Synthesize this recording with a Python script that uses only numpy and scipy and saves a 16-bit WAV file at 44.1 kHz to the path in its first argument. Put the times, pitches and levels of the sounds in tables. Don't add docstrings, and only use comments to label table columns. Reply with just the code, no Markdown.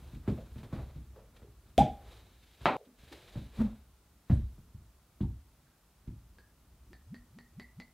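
import sys
import numpy as np
from scipy import signal
from scipy.fft import rfft, irfft, next_fast_len
from scipy.io import wavfile
from scipy.ndimage import map_coordinates

SR = 44100
rng = np.random.default_rng(int(sys.argv[2]) if len(sys.argv) > 2 else 0)


def boost_factor(decibels):
    exponent = np.asarray(decibels, float) / 20
    return 10 ** exponent


def inscribe(sig):
    pcm = np.round(np.clip(np.atleast_2d(sig).T, -1, 1) * 32767)
    wavfile.write(sys.argv[1], SR, pcm.astype(np.int16))


N = 349713

# frequency in Hz, density in dB per Hz.
THUD = [(20, -23.5), (35, -9.5), (52, -3), (64, 1.5), (85, -4.5), (128, -2.5), (160, -12.5), (260, -43.5),
        (600, -100)]
# frequency in Hz, density in dB per Hz.
BODY = [(70, -37.5), (150, -4.5), (215, 2.5), (260, -3), (330, -8.5), (420, -26), (700, -51.5),
        (1500, -100)]
# frequency in Hz, density in dB per Hz.
KNOCK = [(150, -30.5), (350, 2), (600, -1.5), (1200, -7), (1900, -14.5), (2600, -20), (4000, -40)]
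# frequency in Hz, density in dB per Hz.
RUSTLE = [(880, -30.5), (1500, -3.5), (1700, 0), (1840, -4.5), (2270, -1), (2810, -2.5), (3770, -0.5),
          (5480, -11.5), (12000, -17), (14800, -19), (15700, -26)]
# time in seconds, level in dB.
EDITS = [
    (0, 0),
    (2.7679, 0),
    (2.7681, -9),
    (2.984, -6),
    (2.986, 0),
]


def pop():
    # frequency in Hz, level in dB, t60 in seconds.
    neck_modes = [(625, -29.5, 0.22), (755, -29.5, 0.28), (808, -31.5, 0.39), (825.5, -33, 0.16)]
    # frequency in Hz, density in dB per Hz.
    rush = [(600, -29.5), (950, -13.5), (1400, -7), (2000, -8), (2420, -2), (2800, -7.5), (3400, 2.5),
            (4200, -12), (5200, -13), (8000, -15.5), (15700, -28)]
    # frequency in Hz, density in dB per Hz.
    scattered = [(250, -28.5), (400, -12.5), (600, -6), (760, 3.5), (845, -3.5), (885, -31), (1300, -62)]
    pop_s = 1.7795
    out = np.zeros(N)
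    add(out, pop_s + 0.0005, neck())
    add(out, pop_s + 0.044, ring(neck_modes, attack_s=0.006, wander=0.008))
    add(out, pop_s + 0.008, boost_factor(-25.5) * burst(scattered, 1.1, rise_s=0.012, click=0))
    add(out, pop_s, boost_factor(-30.5) * burst(rush, 1.8, rise_s=0.0018, click=25.0))
    add(out, pop_s, boost_factor(-21.5) * burst(THUD, 0.73, rise_s=0.00416, click=21))
    add(out, pop_s, boost_factor(-25.5) * burst(BODY, 0.94, rise_s=0.003, click=6))
    return out


def neck():
    # start in seconds, hold in seconds, level in dB.
    swells = [
        (.004, .008, -13.5),
        (.0235, .0155, -16.5),
    ]
    open_hz, shut_hz, opening_s = 822, 100, 0.002
    settle_hz, settle_s = 190, 0.01
    t = np.arange(SR // 20) / SR
    gain = sum(boost_factor(db + swell(t, s, hold, attack=1800, release=3600)) for s, hold, db in swells)
    breaking = (open_hz - settle_hz - shut_hz) * np.exp(-t / opening_s)
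    settling = settle_hz * np.exp(-t / settle_s)
    return glide(open_hz - breaking - settling, gain)


def cap():
    # frequency in Hz, density in dB per Hz.
    clack = [(40, -48), (130, -11.5), (240, -10), (400, -8.5), (740, -3.5), (1000, -5), (1300, -9),
             (1800, -16), (2300, -12.5), (3200, -22), (4300, -26.5), (5000, -38), (8000, -48.5),
             (15700, -68.5)]
    # frequency in Hz, level in dB, t60 in seconds.
    modes = [(603.5, -9.5, 0.29), (772, 2, 0.42), (870, -1, 0.48), (1016, -4, 0.36), (1248, 6.5, 0.13),
             (1335, 4, 0.098), (2244, -15, 0.55), (2580, -18.5, 0.39), (3122, -8, 0.16), (3800, -23, 0.65)]
    strike_s = 2.6569
    out = np.zeros(N)
    add(out, strike_s, boost_factor(-17.5) * burst(clack, 1.61, rise_s=0.00049, click=16))
    add(out, strike_s, boost_factor(-31.0) * ring(modes, attack_s=0.00032, wander=0.022))
    return out * (np.arange(N) < EDITS[1][0] * SR)


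def drag():
    # centre in Hz, width in Hz, level in dB.
    resonances = [(211.4, 25, -2), (240, 30, 0), (520, 80, -29.5)]
    press_db = swell(np.arange(N) / SR, 3.6, 0.044, attack=800, release=236)
    slips = rng.standard_normal(N) * boost_factor(2.5 * wobble(90.3))

    def wood(hz):
        total = 0
        for k, (centre, width, db) in enumerate(resonances):
            damping = 1j * hz * width
            total = total + (-1) ** k * boost_factor(db) * damping / (centre ** 2 - hz ** 2 + damping)
        return total

    locked = glide(213 + 9 * wobble(40), boost_factor(1.1 * wobble(60)))
    hum = boost_factor(1.0) * locked + boost_factor(-5.5) * unit(shaped(slips, wood))
    scrape_db = -50 + 0.82 * press_db
    return boost_factor(-29.5 + press_db) * hum + boost_factor(scrape_db) * noise(KNOCK, slips)


def glugs():
    # time in seconds, click in dB, glass pitch in Hz, gulp in dB, gulp slowness.
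    bubbles = [
        (5.67, -63, 1592, -72.5, 1.0),
        (6.385, -50.5, 1660, -65.5, 1.0),
        (6.9316, -46.5, 1800, -65.5, 0.88),
        (7.1441, -45, 1865, -38.5, 1.35),
        (7.3873, -46.5, 1890, -47.5, 1.6),
        (7.5980, -40, 1980, -40.5, 1.05),
        (7.8005, -39.5, 2018, -41, 0.93),
    ]
    # frequency in Hz, density in dB per Hz.
    splash = [(3600, -17), (4250, -3.5), (4450, -9), (4750, -5), (5100, -19), (6000, -35)]
    # delay in seconds, level in dB.
    echoes = [(0.0199, 0), (.027, -12), (.034, -10), (.05, -21), (.063, -18.5), (0.079, -16)]
    gulps, snaps = np.zeros(N), np.zeros(N)
    for s, db, hz, gulp_db, slowness in bubbles:
        add(gulps, s - 0.13 * slowness, boost_factor(gulp_db) * gulp(slowness))
        room_mode = [(240, -12 + 6 * np.log2(slowness), 0.32)]
        add(gulps, s, boost_factor(gulp_db) * ring(room_mode, attack_s=0.0054, wander=0.004))
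        gulp_echo = ring([(189, -3, 0.063)], attack_s=0.0082, wander=0.004)
        add(gulps, s + 0.0146, boost_factor(gulp_db) * gulp_echo)

        glass = [(hz, -6, 0.07), (0.96 * hz, -14, 0.1), (1.1 * hz, -22, 0.06), (4470, -20, 0.08)]
        add(snaps, s, boost_factor(db) * ring(glass, attack_s=0.00026, wander=0.024))
        scattered = [(0.85 * hz, -40), (0.975 * hz, -5), (hz, 0), (1.025 * hz, -5), (1.26 * hz, -40)]
        add(gulps, s + 0.013, boost_factor(db - 17.5) * burst(scattered, 1.55, rise_s=0.0114, click=0))

        add(gulps, s, boost_factor(db - 19) * burst(splash, 1.0, rise_s=0.00037, click=2.5))
        slap = [(200, 19.0), (2000, 5.0), (5000, -1.0), (15000, -22)]
        add(gulps, s, -boost_factor(db - 8) * burst(slap, 0.56, rise_s=0.0033, click=25))
    return gulps + walls(snaps, echoes, db=-6)


def gulp(slowness):
    t = np.arange(-0.13 * slowness, 0, 1 / SR) / slowness
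    wide_share, narrowing_s = 0.2253, 0.024
    share = wide_share + (1 - wide_share) * np.exp(t / narrowing_s)
    louder_db = 34 * np.log10(share / 0.75)
    db = louder_db + swell(t, -0.0092, 0, attack=80, release=1180)
    end_hz = 247.6 * slowness ** 0.33
    return glide(share * end_hz, boost_factor(db))


def thumps():
    # time in seconds, boom in dB, body in dB over it, knock in dB over it.
    blows = [(0.019, -47.5, -9, -10), (0.13, -38, -7, -27.5), (0.276, -24.5, 0, -12),
             (0.377, -46.5, -12, -1.5), (0.557, -37.5, -5.5, -14.5), (0.631, -41, -6.5, -5.5),
             (0.726, -31, -2, -9), (0.788, -36.5, -33, -10), (0.956, -37.5, -10, -23.5),
             (1.161, -48.5, -19, -5.5), (1.361, -56.5, -16, -11), (1.418, -49.5, -3, -8),
             (1.479, -47, -15, -22.5), (2.609, -40, -17, -17), (3.029, -51, -10, -9),
             (3.125, -54.5, -18, 8.5), (3.239, -68, -12, -1.5), (3.354, -30.5, -5.5, -15.5),
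             (3.583, -28.5, -16, -34.5), (4.297, -18.5, -3, -19.5), (4.579, -46, -6.5, -17),
             (4.742, -38, -16, -33), (5.205, -26, 0, -20.5), (6.073, -32.5, -8, -27), (6.9, -59, 1.5, -13)]
    out = np.zeros(N)
    for s, db, body_db, knock_db in blows:
        scale = np.clip(1.5 + 0.15 * (db + 38), 0.5, 1)
        lows = bursts([THUD, BODY], 0.94 * scale, rise_s=0.00566, click=17.8)
        add(out, s + 0.0012, boost_factor(db - 1.0 + np.array([0, body_db])) @ lows)
        knock = burst(KNOCK, scale, rise_s=0.0013, click=12.14)
        add(out, s + 0.001, boost_factor(db + knock_db - 3.0) * knock)
        brush_db = -66.5 + 0.89 * (db + knock_db + 49.5)
        add(out, s, boost_factor(brush_db) * burst(RUSTLE, 1.7 * scale, rise_s=0.0065, click=0.8))
    return out


def taps():
    # time in seconds, peak in dB, pitch in Hz, decay scale.
    touches = [(.279, -34, 387, 0.73), (1.779, -23.5, 137, 0.45), (4.33, -64.5, 8900, 1.6),
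               (6.385, -62.5, 424, 0.33), (.378, -44.5, 592, 0.64), (.79, -53, 795, 0.57),
               (1.162, -50.5, 520, 1.24), (1.42, -56.5, 416, 0.86), (2.77, -54.5, 650, 1.0),
               (2.795, -52.5, 465, 1.47), (2.86, -55, 240, 1.6), (2.66, -46, 3900, 1.5),
               (1.7795, -26.5, 240, .22), (3.112, -48.5, 328, 0.79), (3.245, -70, 640, 0.19),
               (4.299, -54.5, 1720, 1.5), (5.21, -61, 3500, 0.55), (5.23, -54.5, 910, .9),
               (3.36, -51, 600, 1.1), (4.302, -43.5, 620, 0.7), (6.906, -57, 327, 0.51)]
    out = np.zeros(N)
    for s, db, hz, scale in touches:
        hollow = [(0.6 * hz, -30), (0.82 * hz, -4), (hz, 0), (1.123 * hz, -5), (1.75 * hz, -32), (4 * hz, -70)]
        add(out, s, boost_factor(db) * burst(hollow, scale, rise_s=0.0022, click=6.5))
    return out


def crackles():
    # time in seconds, peak in dB.
    ticks = [
        (0.1471, -54.5),
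        (0.5807, -52),
        (0.631, -52.5),
        (0.7267, -54),
        (1.3638, -54),
        (2.8514, -61),
        (3.1242, -42.5),
        (6.0736, -62),
    ]
    out = np.zeros(N)
    for s, db in ticks:
        add(out, s, boost_factor(db - 7.5) * burst(RUSTLE, 0.41, rise_s=0.0026, click=3))
    return out


def movement():
    # time in seconds, boom in dB.
    weight = [(0.0, -48), (0.84, -50.5), (1.06, -53), (1.54, -63), (1.92, -47.5), (2.39, -65.5),
              (3.27, -60), (3.58, -57), (3.8, -65), (4.26, -66.5), (4.48, -53), (5.1, -69), (5.34, -63.5),
              (5.9, -70.5), (6.32, -60.5), (6.63, -64.5), (6.89, -61.5), (7.93, -64)]
    # frequency in Hz, density in dB per Hz.
    floor = [(25, -18.5), (45, -1), (62, 3), (85, -10), (110, -9.5), (200, -53)]
    # frequency in Hz, density in dB per Hz.
    boards = [(60, -42.5), (120, 2), (170, 0.5), (230, -3), (400, -12.5), (900, -44.5)]
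    # start in seconds, hold in seconds, rustle in dB, rub in dB over it.
    strokes = [(0.0, 0.13, -63.5, 4.5), (0.282, .05, -65, 12), (.585, .03, -65, 6.5),
               (0.747, 0.015, -64, 16), (0.809, 0.19, -72, 1), (1.166, 0.025, -76, 16),
               (1.37, .01, -66.5, 7.5), (1.658, .05, -73, 0), (1.947, 0.09, -68, 8.5), (2.086, 0.1, -60, 0),
               (2.459, .08, -64, -14.5), (2.631, .03, -55, 1.5), (2.986, 0.086, -61, -5.5),
               (2.333, .05, -68.5, -9), (3.129, 0.064, -57, 0), (3.275, .13, -58.5, -2.5),
               (3.542, 0.022, -64.5, 0.5), (3.588, 0.0257, -57.5, 6), (3.723, 0.056, -95, -18),
               (4.306, 0.036, -61.5, -0.5), (.42, 0.092, -71, 2)]
    boom_db, = curves(weight)
    creak_db = -69.5 + 0.5 * (boom_db + 60.5)
    low = boost_factor(boom_db + 2.5 * wobble(11.0)) * noise(floor)
    low = low + boost_factor(creak_db + 0.83 * wobble(17)) * noise(boards)

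    t = np.arange(0, N, 32) / SR
    levels = np.array([boost_factor(db + swell(t, s, hold, attack=344, release=96)) for s, hold, db, _ in strokes])
    rub_gains = boost_factor([row[-1] for row in strokes])
    rustle, rub = curves(np.transpose([t, levels.sum(0), rub_gains @ levels]))

    seal = lambda hz: 1 / (1 + ((hz - 3880) / 200) ** 4)
    squeak = unit(shaped(rng.standard_normal(N), seal))
    brushing = noise(RUSTLE) + boost_factor(-11.5 + 2.5 * wobble(5.5)) * squeak
    grain = boost_factor(1.5 * wobble(70))
    return low + grain * boost_factor(-6.5) * (rustle * brushing + rub * noise(KNOCK))


def hush():
    # frequency in Hz, density in dB per Hz.
    tone = [(180, -33.5), (300, -3), (527, -5), (642, -3), (721, -4.5), (956, -4.5), (1420, -6),
            (1600, -10), (1880, -10.5), (2150, -11.5), (15700, -15)]
    # frequency in Hz, likeness from 0 to 1.
    alike = [(60, 0.872), (500, 0.85), (2000, 0.83), (5000, 0.31), (12000, 0.32)]

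    def spread(hz):
        turn = np.arccos(np.clip(along(alike, hz), 0, 1)) / 2
        return np.array([np.cos(turn), np.sin(turn)])

    mid, side = shaped(np.array([noise(tone), noise(tone)]), spread)
    return boost_factor(-70 + 0.13 * wobble(1.167)) * np.array([mid + side, mid - side])


def burst(spectrum, scale, rise_s, click):
    return bursts([spectrum], scale, rise_s, click)[0]


def bursts(spectra, scale, rise_s, click):
    # frequency in Hz, t60 in seconds.
    decay = [(60, 0.51), (150, 0.3), (400, 0.32), (1200, 0.19), (4000, 0.16), (12000, 0.11)]
    hz, t60 = np.transpose(decay)
    t = np.arange(next_fast_len(round(SR * np.clip(scale * 0.45, 0.1, 0.5)))) / SR
    scatter = rng.standard_normal(len(t)) * (1 - np.exp(-t / rise_s))
    scatter[0] = click
    log_bins = np.log(np.fft.rfftfreq(len(t), 1 / SR) + 1)
    place = np.interp(log_bins, np.log(hz), np.arange(len(hz)))
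    share = np.clip(1 - abs(place - np.arange(len(hz))[:, None]), 0, 1)
    fading = scatter * boost_factor(-60 * t / (scale * t60[:, None]))
    dying = irfft((rfft(fading) * share).sum(0), len(t))
    parts = np.array([coloured(dying, spectrum) for spectrum in spectra])
    early_rms = np.sqrt(np.mean(parts[:, :SR // 40] ** 2, axis=1))
    return parts / early_rms[:, None] / 2


def ring(modes, attack_s, wander):
    t = np.arange(SR // 2) / SR
    out = np.zeros(len(t))
    for hz, db, t60 in modes:
        drift = np.cumsum(rng.standard_normal(len(t))) * wander
        out += boost_factor(db - 60 * t / t60) * np.sin(2 * np.pi * hz * t + drift)
    return out * (1 - np.exp(-t / attack_s))


def glide(hz, gain):
    return gain * np.sin(2 * np.pi * np.cumsum(hz) / SR)


def swell(t, start, hold, attack, release):
    return -attack * np.clip(start - t, 0, None) - release * np.clip(t - start - hold, 0, None)


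def walls(x, echoes, db):
    out = x.copy()
    for s, echo_db in echoes:
        add(out, s, boost_factor(db + echo_db) * x)
    return out


def add(track, s, x):
    i = round(s * SR)
    track[i:i + len(x)] += x[:len(track) - i]


def unit(x):
    return x / np.sqrt(np.mean(x ** 2) + 1e-20)


def along(points, hz):
    f, v = np.transpose(points)
    return np.interp(np.log(hz + 1), np.log(f + 1), v)


def curves(rows):
    s, *cols = np.transpose(rows)
    return [np.interp(np.arange(N) / SR, s, c) for c in cols]


def wobble(rate):
    t = np.arange(0, N + 32, 32) / SR
    knots = rng.standard_normal(int(N * rate / SR) + 4)
    return np.interp(np.arange(N) / SR, t, map_coordinates(knots, [t * rate]))


def shaped(x, response):
    m = next_fast_len(N)
    return irfft(rfft(x, m) * response(np.fft.rfftfreq(m, 1 / SR)), m)[..., :N]


def noise(spectrum, source=None):
    if source is None:
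        source = rng.standard_normal(N)
    return unit(shaped(source, lambda hz: boost_factor(along(spectrum, hz))))


def coloured(x, spectrum):
    m = 2 * next_fast_len(x.shape[-1] // 2 + 4096)
    gain = boost_factor(along(spectrum, np.fft.rfftfreq(m, 1 / SR)))
    cep = irfft(np.log(gain + 1e-6), m)
    cep[1:m // 2] *= 2
    cep[m // 2 + 1:] = 0
    return irfft(rfft(x, m) * np.exp(rfft(cep)), m)[..., :x.shape[-1]]


def scene():
    near = pop() + cap() + drag() + glugs() + thumps() + taps() + crackles()
    near = near + movement() * boost_factor(curves(EDITS)[0])
    spread = [(60, -49.5), (300, -48), (600, -51), (1200, -29), (4000, -17), (15000, -7.5)]  # (Hz, dB)
    side = coloured(np.roll(near, 40), spread)
    return near + np.array([side, -side]) + hush()


def band_limit(x):
    return signal.sosfilt(signal.butter(12, 15820, fs=SR, output="sos"), x)


def record(dry):
    mic = shaped(dry, lambda hz: (1j * hz / (22 + 1j * hz)) ** 2 * (hz < 15800))
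    return band_limit(mic)


dry = scene()
out = record(dry)
inscribe(out)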